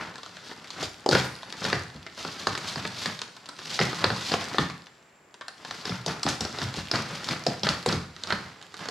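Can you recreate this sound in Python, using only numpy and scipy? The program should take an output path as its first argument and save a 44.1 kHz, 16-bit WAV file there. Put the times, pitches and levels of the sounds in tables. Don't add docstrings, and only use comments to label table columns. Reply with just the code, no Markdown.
import sys
import numpy as np
from scipy import signal
from scipy.fft import rfft, irfft, next_fast_len
from scipy.io import wavfile

SR = 44100
rng = np.random.default_rng(int(sys.argv[2]) if len(sys.argv) > 2 else 0)


def store_pcm(level_fs):
    pcm = np.round(np.clip(level_fs, -1, 1) * 32767).astype(np.int16)
    wavfile.write(sys.argv[1], SR, np.atleast_2d(pcm).T)


N = 392490
TIME = np.arange(N) / SR

# f/Hz, width/Hz, level/dB
KNOCK_RINGS = [(404, 153, -5), (506, 106, -3), (687, 73, -3.5), (798, 97, -0.5)]
CLACK_RINGS = [(1155, 305, -1), (1427, 209, 2), (1752, 340, -1.5), (2370, 540, -9), (2720, 1400, -7.5)]
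SLAP_RINGS = [(3570, 2400, -5.5), (4490, 720, 2.5), (5170, 320, -4)]
CRACK_RINGS = [(6700, 900, 17), (10600, 3900, -18)]
# t/s, then knock, clack, slap and crack, each as level/dB
LANDINGS = [(0.514, -40, -37, -54, -65), (0.828, -30, -58, -37, -35), (1.0609, -18.5, -32, -34.5, -35),
            (1.089, -18.5, -32, -21.5, -31), (1.1114, -36, -34, -26, -35), (1.1284, -19, -19, -30, -35),
            (1.15, -24, -22, -24, -55), (1.1523, -19, -18, -38, -59), (1.6411, -34, -43, -31, -45),
            (1.6503, -31, -23.5, -30, -50), (1.7283, -24, -18.5, -27.5, -44), (2.2492, -33, -29, -40, -68),
            (2.4697, -26.5, -18.5, -26, -31), (2.551, -51, -29, -33, -65), (2.576, -38.5, -30.5, -37, -37),
            (2.7575, -38, -31, -34, -56), (2.851, -32.5, -26, -37.5, -60), (3.058, -34, -24, -30, -35),
            (3.7904, -29.5, -19.5, -28.5, -46), (3.8, -25.5, -36, -27.5, -52), (3.8128, -22, -19, -47, -57),
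            (3.9298, -33, -28.5, -38, -64), (4.0413, -21.5, -16, -20, -58),
            (4.1022, -28.5, -22.5, -32, -53), (4.3172, -26.5, -26, -26.5, -50),
            (4.3392, -23, -20.5, -38, -45), (4.5443, -30.5, -30.5, -45, -58),
            (4.5834, -30, -15.5, -24.5, -52.5), (5.8532, -36.5, -34, -32, -45),
            (5.8937, -33.5, -38, -33.5, -60), (6.0618, -30, -38, -30, -30.5), (6.0805, -30, -48, -32, -62),
            (6.2307, -49, -31, -26, -32.5), (6.264, -26.5, -24, -30, -60), (6.2874, -49, -27, -32, -26),
            (6.407, -30, -50, -28, -30.5), (6.4499, -31.5, -38, -33, -47), (6.5855, -32.5, -41, -34, -56),
            (6.6163, -36, -32, -32, -51), (6.9132, -34, -28.5, -22.5, -37), (6.938, -27.5, -24, -40, -54),
            (6.956, -52, -27, -27, -36), (7.2869, -51, -27.5, -29.5, -41), (7.3097, -43, -29, -34, -58),
            (7.4651, -19.5, -32.5, -24, -32), (7.6326, -30.5, -35, -25, -52), (7.6679, -26, -21, -30, -52),
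            (7.6887, -41, -25, -21, -28), (7.8608, -21.5, -24.5, -30, -30), (7.8878, -45, -36, -27.5, -45),
            (7.9254, -28, -29, -28.5, -33), (8.3043, -43, -21, -39, -63),
            (8.3234, -29.5, -20.5, -27.5, -65), (8.8861, -34.5, -33, -33.5, -37)]
def steps():
    out = np.zeros(N)
    for s, knock_db, clack_db, slap_db, crack_db in LANDINGS:
        slap_hz = 4660 - 28 * (clack_db - slap_db)
        tread_rings = np.array(SLAP_RINGS) * [slap_hz / SLAP_RINGS[1][0], 1, 1]
        knock = hit(KNOCK_RINGS, contact_s=0.00035, soft_hz=1130, detune=0.083, attack_s=0.0094,
                    samples=4000, push=2.6, patter_db=5)
        clack = hit(CLACK_RINGS, contact_s=0.00033, soft_hz=2880, detune=0.11, attack_s=0.0061,
                    samples=4000, push=0.82, patter_db=-0.5, patter_s=0.0081)
        slap = hit(tread_rings, contact_s=0.0011, soft_hz=7300, detune=0.015, attack_s=0.0084,
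                   samples=4000, patter_db=-7, patter_s=0.013)
        crack = hit(CRACK_RINGS, contact_s=0.0004, soft_hz=11000, detune=0.07, attack_s=0.003,
                    samples=4000, patter_db=-2, patter_s=0.014)
        add(out, s, from_db(knock_db - 0.97) * knock + from_db(clack_db - 1.99) * clack)
        add(out, s, from_db(slap_db - 0.12) * slap + from_db(crack_db - 2.12) * crack)
    return out


# f/Hz, width/Hz, level/dB
FLOOR_RINGS = [(45.4, 6, -25), (76, 14, -2.5), (85, 9.2, 0), (98, 12, 1.5), (127.5, 9.2, 8),
               (143.7, 22, 0.5)]
PANEL_RINGS = [(159.7, 37, -2), (189.6, 10.8, 3.5), (211.8, 24, -1), (267, 7.1, -4), (284, 40, -8)]
# t/s, then floor, panel and grinding sole, each as level/dB
FOOTFALLS = [(0.831, -47.5, -56, -49), (1.108, -26.5, -30, -24.5), (1.135, -38, -31, -29.5),
             (1.171, -54, -42, -30), (1.655, -40, -35, -33.5), (1.733, -37, -38, -34.5),
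             (1.949, -50, -45, -52.5), (2.256, -55, -47, -40), (2.474, -41, -42, -35),
             (2.767, -42.5, -37, -37.5), (2.852, -48, -40, -47), (3.062, -52, -38, -38),
             (3.803, -36.5, -29, -28), (4.048, -36, -38.5, -38), (4.11, -36.5, -34, -46),
             (4.317, -40, -35.5, -51), (4.587, -38.5, -27, -34), (5.9, -34, -34, -37),
             (6.069, -49, -37, -33), (6.251, -37, -32.5, -38), (6.406, -43, -37, -34.5),
             (6.62, -34.5, -39.5, -34), (6.769, -44, -36.5, -40.5), (6.93, -39.5, -38, -29),
             (7.109, -53, -39, -51), (7.299, -46, -36.5, -35.5), (7.47, -38.5, -31.5, -36),
             (7.635, -39, -32.5, -30), (7.692, -39, -61, -33), (7.872, -44, -29.5, -30),
             (7.93, -32.5, -30.5, -37), (8.319, -41, -35.5, -53)]
def thuds():
    out = np.zeros(N)
    for s, floor_db, panel_db, _ in FOOTFALLS:
        floor = hit(FLOOR_RINGS, contact_s=0.004, soft_hz=184, detune=0.034, attack_s=0.033, samples=20000)
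        panel = hit(PANEL_RINGS, contact_s=0.0035, soft_hz=433, detune=0.054, attack_s=0.044,
                    samples=20000)
        add(out, s, from_db(floor_db) * floor + from_db(panel_db) * panel)
    return from_db(-0.34) * out


# f/Hz, level/dB
GRIND_TONE = [(40, -34), (90, 1), (170, 3.5), (400, -2), (700, -2), (1400, -0.5), (2000, -4.5), (3000, -10),
              (6000, -58)]
BRUSH_TONE = [(1200, -13), (2400, -4.5), (3500, 1.5), (4600, -1), (5500, -3), (7000, -8.5), (9000, -17.5),
              (12000, -24.5), (15500, -39)]
def scuffs():
    grind_strength, brush_strength = sole_motion()
    grind = friction(GRIND_TONE, catches_per_s=900, catch_db=3, smooth=0.85, judder_db=2.5)
    brush = friction(BRUSH_TONE, catches_per_s=2200, catch_db=3.5, smooth=1, judder_db=2)
    rasp = rms_one(resonate(brush, hz=4650, width=790))
    snags = friction(BRUSH_TONE, catches_per_s=100, catch_db=5.5, smooth=0, judder_db=-0.5)
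    light_scuff = brush + from_db(-12.5) * rasp + from_db(-11.5) * snags
    return from_db(0.55) * grind_strength * grind + brush_strength * light_scuff


# t/s, level/dB
LIGHT_RUBBING = [(0.0, -45.5), (0.87, -50), (1.71, -39), (1.88, -47), (2.15, -50.5), (2.38, -37),
                 (2.92, -50), (3.47, -48.5), (3.92, -40.5), (4.54, -40.5), (4.93, -58.5), (5.3, -70),
                 (5.82, -48), (7.19, -41), (7.49, -41.5), (7.83, -42.5), (8.03, -64), (8.9, -42)]
# fastest at t/s, speeding up/s, slowing down/s, brush level/dB, grind level/dB
SLIDES = [(0.01, 0.12, 0.13, -45, -37.5), (0.51, 0.48, 0.07, -48, -50), (0.78, 0.33, .1, -49.5, -45.5),
          (0.835, 0.095, 0.053, -34, -34), (1.665, 0.093, 0.05, -34, -33.5), (2.2, 0.067, 0.21, -38.5, -45),
          (2.41, 0.22, 0.36, -42.5, -46), (2.68, 0.14, 0.2, -38, -39.5), (3.03, 0.26, 0.19, -38.5, -40),
          (3.73, 0.17, .35, -36.5, -41), (3.9, .06, .12, -50, -47), (4.0, 0.12, .2, -38, -34),
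          (4.21, .15, 0.51, -48, -57), (4.34, 0.37, 0.034, -34, -38.5), (4.42, 0.085, 0.14, -41.5, -35),
          (4.56, 0.14, .1, -41.5, -41.5), (5.74, 0.21, 0.44, -45, -44.5), (5.87, 0.038, 0.071, -37, -40),
          (6.29, 0.042, 0.09, -32.5, -32.5), (6.61, 0.13, 0.097, -38, -36.5), (6.76, 0.047, 0.11, -42, -39),
          (7.15, 0.23, 0.12, -40, -38.5), (7.32, 0.11, 0.044, -36.5, -32.5), (8.33, 0.19, 0.22, -43, -39),
          (8.809, 0.033, 0.26, -47.5, -41)]
def sole_motion():
    rub_db = in_time(LIGHT_RUBBING)
    grind_power = from_db(rub_db - 7.5) ** 2
    brush_power = from_db(rub_db - 11.5) ** 2
    load_s, rest_db_per_s = 0.015, 169
    t = TIME[:SR // 2]
    load = np.minimum(t / load_s, 1) * from_db(-rest_db_per_s * np.maximum(t - load_s, 0))
    for s, _, _, grind_db in FOOTFALLS:
        add(grind_power, s, (from_db(grind_db) * load) ** 2)
        add(brush_power, s, (from_db(grind_db - 5) * load) ** 2)
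    swell_db = 18.5
    for s, speed_up_s, slow_down_s, brush_db, grind_db in SLIDES:
        t = TIME[max(0, int((s - 2 * speed_up_s) * SR)):int((s + 2 * slow_down_s) * SR)]
        slide = from_db(-swell_db * np.maximum((s - t) / speed_up_s, (t - s) / slow_down_s))
        add(grind_power, t[0], (from_db(grind_db) * slide) ** 2)
        add(brush_power, t[0], (from_db(brush_db) * slide) ** 2)
    return np.sqrt(grind_power), np.sqrt(brush_power)


# f/Hz, width/Hz, level/dB
STRAP_RINGS = [(2970, 2600, -2.5), (4230, 1530, 5.5)]
# t/s, clack level/dB, snap level/dB
FLEXES = [(0.1567, -42, -41), (0.1816, -42, -45), (0.232, -43, -36.5), (0.2619, -43.5, -41),
          (0.369, -42, -48), (0.6436, -46, -45), (0.7043, -44, -34), (1.4317, -39.5, -40.5),
          (1.525, -39, -33), (1.7006, -32, -35), (2.0654, -36.5, -43), (2.875, -50, -34.5),
          (3.191, -46, -34), (3.2168, -35, -28.5), (3.366, -45.5, -44), (3.4581, -50, -43),
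          (3.4893, -39, -36), (3.59, -40.5, -42), (4.1627, -36, -35), (4.6989, -35, -38), (4.869, -53, -45),
          (5.342, -48, -47), (5.4108, -36.5, -44.5), (5.482, -37.5, -34.5), (5.6487, -36, -39),
          (5.7097, -33, -32.5), (6.7404, -41, -35), (7.2433, -54, -30.5), (8.1641, -44, -41.5),
          (8.2363, -42, -28), (8.2724, -39, -34), (8.6136, -47.5, -48), (8.626, -48, -42.5),
          (8.7416, -40.5, -40), (8.792, -40.5, -43), (8.8563, -37, -41)]
def ticks():
    out = np.zeros(N)
    for s, clack_db, snap_db in FLEXES:
        knock = hit(KNOCK_RINGS, contact_s=0.00049, soft_hz=1390, detune=0.19, attack_s=0.01,
                    samples=2000, push=0.45)
        clack = hit(CLACK_RINGS, contact_s=0.000091, soft_hz=3800, detune=0.12, attack_s=0.0069,
                    samples=2000, push=0.83, patter_db=2, patter_s=0.0088)
        snap = hit(STRAP_RINGS, contact_s=0.00026, soft_hz=7300, detune=0.13, attack_s=0.0053,
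                   samples=2000, patter_db=1.5, patter_s=0.0044)
        crack = hit(CRACK_RINGS, contact_s=0.00015, soft_hz=13000, detune=0.12, attack_s=0.0025,
                    samples=2000, patter_db=-9.5, patter_s=0.0065)
        add(out, s, from_db(clack_db - 9.15) * knock + from_db(clack_db - 0.35) * clack)
        add(out, s, from_db(snap_db - 1.15) * snap + from_db(snap_db - 7.65) * crack)
    return lowpass(out, hz=11000, order=1)


def creaks(snaps_per_s=24):
    out = np.zeros(N)
    rub_db = in_time(LIGHT_RUBBING)
    gap_chance, sizes = rng.random((400, 2)).T
    gaps_s = -np.log(1 - gap_chance) / snaps_per_s
    for s, size in zip(np.cumsum(gaps_s), sizes):
        if s < TIME[-1]:
            db = rub_db[int(s * SR)] - 9 + 15 * size
            snap = hit(STRAP_RINGS, contact_s=0.00018, soft_hz=11000, detune=0.18, attack_s=0.0028,
                       samples=600)
            add(out, s, from_db(db) * snap)
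    return out


# f/Hz, relative level/dB, time to fade by 60 dB/s
METAL_TONES = [(4440, -4, 2.2), (4760, -4, 2.4), (8204, -10, 0.58), (8340, -5, .36), (9000, -2, 0.38),
               (9400, -13, 0.22), (9981, -10, .25), (10230, -9, 1.2), (11200, -10, .25), (12210, -7, 0.22),
               (12820, -15, .3), (13050, -11, .3), (13750, -11, .24), (14050, -19, .3)]
def tinkle(start_s=1.247, level_db=-52):
    out = np.zeros(N)
    for hz, db, fade_s in METAL_TONES:
        t = TIME[:int(fade_s * SR)]
        add(out, start_s, from_db(level_db + db - 60 * t / fade_s) * np.sin(2 * np.pi * hz * t))
    return out


def hit(rings, contact_s, soft_hz, detune, attack_s, samples, push=0, patter_db=-60, patter_s=0.022):
    t = np.arange(samples) / SR
    burst = (t / contact_s) * np.exp(-t / contact_s) * (push + rng.standard_normal(samples))
    taps = (rng.random(samples) < 900 / SR) * rng.choice([-1, 1], samples)
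    patter = taps * from_db(patter_db) * np.exp(-t / patter_s)
    force = lowpass(burst + patter + 1e-18, soft_hz)
    tuning = np.exp(detune * np.clip(rng.standard_normal(len(rings)), -2, 2))
    sound = sum((-1) ** k * from_db(db) * resonate(force, hz * tuning[k], width)
                for k, (hz, width, db) in enumerate(rings))
    return sound / np.sqrt(np.mean(sound[:int(attack_s * SR)] ** 2))


def friction(tone, catches_per_s, catch_db, smooth, judder_db):
    sizes = from_db(catch_db * np.minimum(rng.exponential(1, N), 4)) * rng.choice([-1, 1], N)
    catches = rms_one(sizes * (rng.random(N) < catches_per_s / SR))
    rub = catches + smooth * rng.standard_normal(N)
    return colour(rub * from_db(judder_db * drift(per_s=90)), tone)


# t/s, left minus right level/dB
FOOT_POSITION = [(0, 1.5), (2, 0.6), (3.2, 0.3), (4, 0), (5.5, 2), (6.5, 0.5), (7.6, 0.6), (8.3, -2),
                 (8.9, -3.5)]
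def near_sound(feet, width_db=-4, above_hz=9200, lag_s=0.000942):
    sides = np.array([[1], [-1]])
    direct = feet * from_db(in_time(FOOT_POSITION) / 2 * sides)
    treble = feet - lowpass(feet, above_hz, order=1)
    treble_width = from_db(width_db) * np.interp(TIME - lag_s, TIME, treble)
    return direct + treble_width * sides


def room(x, stretches=16, spot_count=5):
    out = np.zeros((2, N))
    bounds = np.linspace(0, N, stretches + 1).astype(int)
    spots = [echoes() for _ in range(spot_count)]
    for k, (start, end) in enumerate(zip(bounds, bounds[1:])):
        for ear, echo in zip(out, spots[k % spot_count]):
            add(ear, start / SR, signal.fftconvolve(x[start:end], echo))
    return out


# f/Hz, time to fade by 60 dB/s
ECHO_FADE = [(100, 0.52), (400, 0.43), (1500, 0.48), (5000, 0.45), (14000, 0.55)]
# f/Hz, level/dB
ECHO_TONE = [(60, -4), (200, -4.5), (600, -7.5), (1500, -3), (5000, -10), (14000, -1.5)]
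def echoes(build_s=0.0024):
    t = np.arange(SR * 3 // 5) / SR
    edges_hz = np.geomspace(45, 18000, 10)
    tail = 0
    for low, high in zip(edges_hz, edges_hz[1:]):
        hz = np.sqrt(low * high)
        envelope = (1 - np.exp(-(t / build_s) ** 2)) * from_db(-60 * t / at_hz(ECHO_FADE, hz))
        noise = rng.standard_normal((2, len(t))) * envelope / np.linalg.norm(envelope)
        band = signal.sosfilt(signal.butter(2, [low, high], "band", fs=SR, output="sos"), noise)
        tail = tail + from_db(at_hz(ECHO_TONE, hz)) * band
    return spread(*tail)


# f/Hz, level/dB
AIR_TONE = [(30, -24), (90, -5.5), (250, 0), (900, -3), (2300, -6.5), (4000, -21.5), (6000, -20),
            (10000, -28.5), (15500, -33)]
def background(air_db=-58.5, whine_db=-69.5, whine_hz=7350, width_hz=340):
    air = spread(*[colour(noise, AIR_TONE) for noise in rng.standard_normal((2, N))])
    whine = resonate(rng.standard_normal((2, N)), whine_hz, width_hz)
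    whine = resonate(whine, whine_hz, width_hz)
    return from_db(air_db) * air + from_db(whine_db) * rms_one(whine)


# f/Hz, likeness (1 = the same)
EAR_LIKENESS = [(130, .9995), (300, 0.97), (600, 0.64), (1200, 0.66), (4000, 0.54), (8000, 0.43),
                (14000, .05)]
def spread(mid, side):
    n = len(mid)
    alike = np.clip(at_hz(EAR_LIKENESS, np.fft.rfftfreq(n, 1 / SR)), 0, 1)
    shared = np.sqrt((1 + alike) / 2) * rfft(mid)
    opposite = np.sqrt((1 - alike) / 2) * rfft(side) * [[1], [-1]]
    return irfft(shared + opposite, n)


def from_db(db):
    return 10 ** (np.asarray(db) / 20)


def rms_one(x):
    return x / np.sqrt(np.mean(x ** 2) + 1e-20)


def in_time(points):
    return np.interp(TIME, *np.transpose(points))


def at_hz(points, hz):
    f, value = np.transpose(points)
    return np.interp(np.log(hz + 1e-9), np.log(f), value)


def add(track, s, sound):
    i = max(0, round(s * SR))
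    track[i:i + len(sound)] += sound[:max(0, N - i)]


def lowpass(x, hz, order=2):
    return signal.sosfilt(signal.butter(order, hz, fs=SR, output="sos"), x)


def resonate(x, hz, width):
    r = np.exp(-np.pi * width / SR)
    feedback = [1, -2 * r * np.cos(2 * np.pi * hz / SR), r * r]
    return signal.lfilter(np.array([1, 0, -1]) * (1 - r * r) / 2, feedback, x)


def drift(per_s):
    return rms_one(np.interp(TIME * per_s, np.arange(N // 20), rng.standard_normal(N // 20)))


def colour(x, tone):
    n = next_fast_len(N)
    gain = from_db(at_hz(tone, np.fft.rfftfreq(n, 1 / SR)))
    return rms_one(irfft(rfft(x, n) * gain, n)[:N])


def scene():
    feet = steps() + ticks() + creaks() + scuffs() + tinkle()
    boom = thuds()
    return near_sound(feet) + boom + room(feet + boom) + background()


def record(dry, low_hz=42, top_hz=15800):
    thin = signal.sosfilt(signal.butter(2, low_hz, "high", fs=SR, output="sos"), dry)
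    return signal.sosfilt(signal.ellip(10, .1, 80, top_hz, fs=SR, output="sos"), thin)


dry = scene()
out = record(dry)
store_pcm(out)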